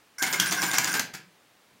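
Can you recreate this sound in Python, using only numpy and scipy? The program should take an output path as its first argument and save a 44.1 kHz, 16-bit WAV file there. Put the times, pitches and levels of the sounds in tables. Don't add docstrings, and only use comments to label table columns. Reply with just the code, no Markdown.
import sys
import numpy as np
from scipy import signal
from scipy.fft import rfft, irfft
from scipy.io import wavfile
from scipy.ndimage import uniform_filter1d

SR = 44100
rng = np.random.default_rng(int(sys.argv[2]) if len(sys.argv) > 2 else 0)


def to_wav(sig):
    pcm = np.clip(np.atleast_2d(sig), -1, 1) * 32767
    pcm = np.round(pcm).astype(np.int16)
    wavfile.write(sys.argv[1], SR, pcm.T)


def magnitude_from_level(level_db):
    exponent = np.asarray(level_db, float) / 20
    return 10 ** exponent


N = 79380

STEADY = 0.3

DRIVE_ON_S, DRIVE_OFF_S, HUM_RISE_S = 0.1823, 0.99, 0.11
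TEETH_PER_S, TOOTH_SPREAD_DB = 1200, 1.5
WHINE_DB, GEAR_HISS_DB, HUM_DB = -37, -39, -47.5
UPPER_HZ, UPPER_WIDTH_HZ, UPPER_DB = 2142, 133, -45.5
# (time [s], level [dB])
RING_LEVEL = [(.19, -39), (0.214, -32), (0.243, -34.5), (.3, -37), (.39, -37.5), (0.436, -29.5),
              (.49, -39.5), (0.549, -44), (0.586, -25), (0.648, -50.5), (.69, -29.5), (.72, -36),
              (.83, -38.5), (.915, -35.5), (.99, -33)]
# (frequency [Hz], pole width [Hz], relative level [dB])
LOWER_MODES = [(1300, 820, -14), (1470, 31, -6.5), (1590, 37.4, -0.5), (1650, 40, -7.5)]
# (frequency [Hz], pole width [Hz], relative level [dB])
BOX_MODES = [(130.4, 10, 10), (181.5, 26, 16), (329, 49, 11.5), (783.4, 69, 9), (1093, 82, 2)]
# (frequency [Hz], relative density [dB per Hz])
GEAR_HISS = [(200, -21.5), (1000, 0.5), (2500, 1.5), (4000, -9), (7000, -21), (16000, -8.5)]


def drive():
    t = np.arange(N) / SR
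    starting = np.clip((t - DRIVE_ON_S) / 0.0023, 0, 1)
    stopping = np.clip((DRIVE_OFF_S - t) / 0.0033, 0, 1)
    spun_up = np.clip((t - DRIVE_ON_S) / HUM_RISE_S, 0, 1) ** 2
    teeth = ticks(TEETH_PER_S, TOOTH_SPREAD_DB)
    ring_s, ring_db = np.transpose(RING_LEVEL)
    ring = magnitude_from_level(np.interp(t, ring_s, ring_db)) * modes(teeth, LOWER_MODES, STEADY)
    ring += magnitude_from_level(UPPER_DB) * modes(teeth, [(UPPER_HZ, UPPER_WIDTH_HZ, 0)])
    hum = magnitude_from_level(HUM_DB) * modes(teeth, BOX_MODES)
    hiss = magnitude_from_level(GEAR_HISS_DB) * colour(teeth, GEAR_HISS)
    return starting * stopping * (ring + magnitude_from_level(WHINE_DB) * whine(teeth) + spun_up * (hum + hiss))


FLICKER_DB, FLICKER_S = 5, 0.036
# (frequency [Hz], pole width [Hz], relative level [dB])
GEAR_MODES = [(5740, 1160, 2.5), (7060, 480, 3), (9380, 1100, 3), (14300, 540, -2.5)]


def whine(teeth):
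    noise = rng.standard_normal((len(GEAR_MODES), N))
    slow = uniform_filter1d(noise, round(FLICKER_S * SR), axis=1)
    out = np.zeros(N)
    for wander, row in zip(slow, GEAR_MODES):
        out += magnitude_from_level(FLICKER_DB * evened(wander) + row[2]) * modes(teeth, [row])
    return evened(out)


PING_S = 0.0031
# (time [s], envelope peak [dB])
PINGS = [(.2385, -21.5), (.342, -22.5), (.6274, -28), (.7511, -25)]


def pings():
    t, out = np.arange(2000) / SR, np.zeros(N)
    envelope = t / PING_S * np.exp(1 - t / PING_S)
    for s, peak_db in PINGS:
        add(out, s, magnitude_from_level(peak_db) * envelope * np.sin(2 * np.pi * UPPER_HZ * t))
    return out


CLACK_RISE_S, CRACK_S, RATTLE_T60_S = 0.0006, 0.0092, 0.07
BROAD_DB, OWN_RING_DB, RATTLE_DB = -8, -2, -13
OWN_WIDTH_HZ = 400
# (frequency [Hz], pole width [Hz], relative level [dB])
FLAP_MODES = [(1770, 410, -7), (3460, 460, -3.5), (4995, 519, 4), (6220, 1330, 0.5), (6770, 2350, 9),
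              (12040, 1400, 1)]


def clack(peak_db, ring_hz):
    t = np.arange(4096) / SR
    noise = rng.standard_normal(2 * len(t))
    flap = modes(noise, FLAP_MODES, STEADY) + magnitude_from_level(BROAD_DB) * colour(noise[::-1], GEAR_HISS)
    own = magnitude_from_level(OWN_RING_DB) * modes(noise, [(ring_hz, OWN_WIDTH_HZ, 0)], STEADY)
    crack = magnitude_from_level(-60 * (t / CRACK_S) ** 2)
    rattle = magnitude_from_level(RATTLE_DB - 60 * t / RATTLE_T60_S)
    sound = (flap + own)[len(t):] * crack + flap[len(t):] * rattle
    sound *= np.minimum(t / CLACK_RISE_S, 1)
    return magnitude_from_level(peak_db) * sound / abs(sound).max()


# (time [s], peak level [dB], strongest ring [Hz])
CLACKS = [(0.2248, -9.5, 5380), (0.2654, -24, 2560), (0.327, -16.5, 5120), (0.3332, -17.5, 3420),
          (0.3987, -5, 3300), (0.4597, -20, 4860), (0.51, -17.5, 6050), (0.5242, -12.5, 6820),
          (0.548, -26, 6640), (0.6186, -13.5, 5170), (0.625, -18.5, 6000), (0.7141, -15.5, 3640),
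          (0.7338, -18, 6060), (0.7833, -7.5, 6515), (0.8438, -11.5, 6850), (0.874, -25, 4900),
          (0.9286, -19, 6560), (0.9395, -16.5, 2000), (0.9952, -13, 6350), (1.138, -30, 4760),
          (1.152, -31.5, 1300)]


def clacks():
    out = np.zeros(N)
    for s, peak_db, ring_hz in CLACKS:
        add(out, s, clack(peak_db, ring_hz))
    return out


TAPS_PER_S, TAP_SPREAD_DB = 3500, 2.5
SLAP_RISE, THUD_T60_S = 0.25, 0.11
# (start [s], length [s], taps [dB], thud [dB], knock [dB])
SLAPS = [(0.219, 0.04, -24.5, -34, -30.5), (0.265, 0.029, -30, -57, -44), (0.329, 0.029, -26.5, -72, -58),
         (0.398, 0.014, -19, -33.5, -66), (0.42, 0.015, -27, -50, -68), (.455, 0.034, -29, -62, -54),
         (0.513, 0.042, -26, -37, -33), (.624, 0.036, -24, -36.5, -29.5), (0.73, 0.04, -25.5, -59, -29.5),
         (0.782, 0.012, -19.5, -38, -58), (0.834, 0.057, -33.5, -50, -57), (0.872, 0.03, -29.5, -40, -45),
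         (0.938, 0.046, -27, -45, -33), (0.993, 0.016, -25, -45, -53), (1.134, 0.045, -39.5, -38.5, -46)]
# (frequency [Hz], relative density [dB per Hz])
SLAP_COLOUR = [(180, -13), (300, -3), (528, -15), (1690, -0.5), (2880, -7.5), (6740, -9.5), (14000, -18.5)]


def slaps():
    t = np.arange(8000) / SR
    swell, box = np.zeros((2, N))
    chances = rng.random((len(SLAPS), len(BOX_MODES), 2))
    for (s, length, taps_db, thud_db, knock_db), chance in zip(SLAPS, chances):
        u = t / (SLAP_RISE * length)
        add(swell, s, magnitude_from_level(taps_db) * u * np.exp(1 - u))
        thud = magnitude_from_level(thud_db) * struck(t, BOX_MODES[:3], chance)
        knock = magnitude_from_level(knock_db) * struck(t, BOX_MODES[3:], chance[3:])
        dying = magnitude_from_level(-60 * t / THUD_T60_S) * np.minimum(u, 1)
        add(box, s, dying * (thud + knock))
    return swell * colour(ticks(TAPS_PER_S, TAP_SPREAD_DB), SLAP_COLOUR) + box


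PITCH_SPREAD = 0.1


def struck(t, table, chance):
    out = np.zeros(len(t))
    for (hz, _, db), (draw, phase) in zip(table, chance):
        varied_hz = hz * (1 + PITCH_SPREAD * (2 * draw - 1))
        out += magnitude_from_level(db) * np.sin(2 * np.pi * (varied_hz * t + phase))
    return evened(out)


PUFF_DB, PUFF_S = -15, 0.0015


def puffs():
    u, out = np.arange(8000) / SR / PUFF_S, np.zeros(N)
    for s, _, _, thud_db, _ in SLAPS:
        add(out, s, magnitude_from_level(thud_db + PUFF_DB) * (1 - u) * u * np.exp(1 - u))
    return out


def room(x):
    turn = 2 * np.pi * 11 * np.arange(N) / SR
    return sum(signal.fftconvolve(x * share, echoes())[:N] for share in (np.sin(turn), np.cos(turn)))


FIRST_ECHO_S = 0.0044
# (frequency [Hz], T60 [s])
ROOM_T60 = [(150, 0.46), (400, 0.56), (1040, 0.31), (2760, 0.37), (7280, 0.21)]


def echoes():
    taps = np.zeros(SR)
    at = np.arange(0, SR - 20, 20)
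    taps[at + rng.integers(0, 20, len(at))] = rng.choice([-1., 1.], len(at))
    hz, t, bands = signal.stft(taps, SR, nperseg=256)
    decay = magnitude_from_level(-60 * t / read(ROOM_T60, hz)[:, None])
    tail = signal.istft(bands * decay, SR, nperseg=256)[1]
    tail *= np.clip(np.arange(len(tail)) / SR / FIRST_ECHO_S - 1, 0, 1)
    return tail / np.linalg.norm(tail)


FLOOR_DB = -60
# (frequency [Hz], relative density [dB per Hz])
FLOOR = [(25, -38), (60, -19), (100, -8.5), (259, -6.5), (726, -7), (2270, -9.5), (15200, -24),
         (16500, -13.5)]
# (start [s], rise [s], level [dB])
FAR_THUMP = (1.705, 0.032, -62.5)


def background():
    s, rise_s, db = FAR_THUMP
    u = np.maximum(np.arange(N) / SR - s, 0) / rise_s
    swell = u ** 2 * np.exp(2 - 2 * u)
    thump = magnitude_from_level(db) * swell * modes(rng.standard_normal(N), [(217, 125, 0)])
    return magnitude_from_level(FLOOR_DB) * colour(rng.standard_normal(N), FLOOR) + thump


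def ticks(per_s, spread_db):
    size = magnitude_from_level(spread_db * np.minimum(rng.exponential(1, N), 4)) * rng.choice([-1., 1.], N)
    return size * (rng.random(N) < per_s / SR)


def modes(x, table, steady=0):
    out = np.zeros(len(x), complex)
    for hz, width_hz, db in table:
        pole = np.exp((-np.pi * width_hz + 2j * np.pi * hz) / SR)
        ring = signal.lfilter([1], np.poly([pole, pole]), x)
        out += magnitude_from_level(db) * ring / np.sqrt(np.mean(abs(ring) ** 2))
    held = out / (abs(out) + 1e-9) ** np.clip(steady, 0, 1)
    return evened(held.imag)


def colour(x, points):
    gain = magnitude_from_level(read(points, np.fft.rfftfreq(len(x), 1 / SR)))
    return evened(irfft(rfft(x) * gain, len(x)))


def read(points, hz):
    f, value = np.transpose(points)
    return np.interp(np.log(hz + 1), np.log(f + 1), value)


def evened(x):
    return x / np.sqrt(np.mean(x ** 2) + 1e-20)


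def add(mix, s, sound):
    part = mix[round(s * SR):][:len(sound)]
    part += sound[:len(part)]


ROOM_DB, MIC_LOW_HZ = -5.5, 113


def scene():
    sign = drive() + pings() + slaps() + clacks()
    high_pass = signal.butter(4, MIC_LOW_HZ, "high", fs=SR, output="sos")
    near = signal.sosfilt(high_pass, sign + magnitude_from_level(ROOM_DB) * room(sign))
    return (near + puffs() + background())[None]


def top_cut(x):
    return signal.sosfilt(signal.butter(12, 16970, fs=SR, output="sos"), x)


EDGE_HZ = 15900


def record(dry):
    low_pass = signal.firwin(255, EDGE_HZ, window=("kaiser", 5), fs=SR)
    mix = signal.oaconvolve(dry, low_pass[None], "same")
    return top_cut(mix)


dry = scene()
out = record(dry)
to_wav(out)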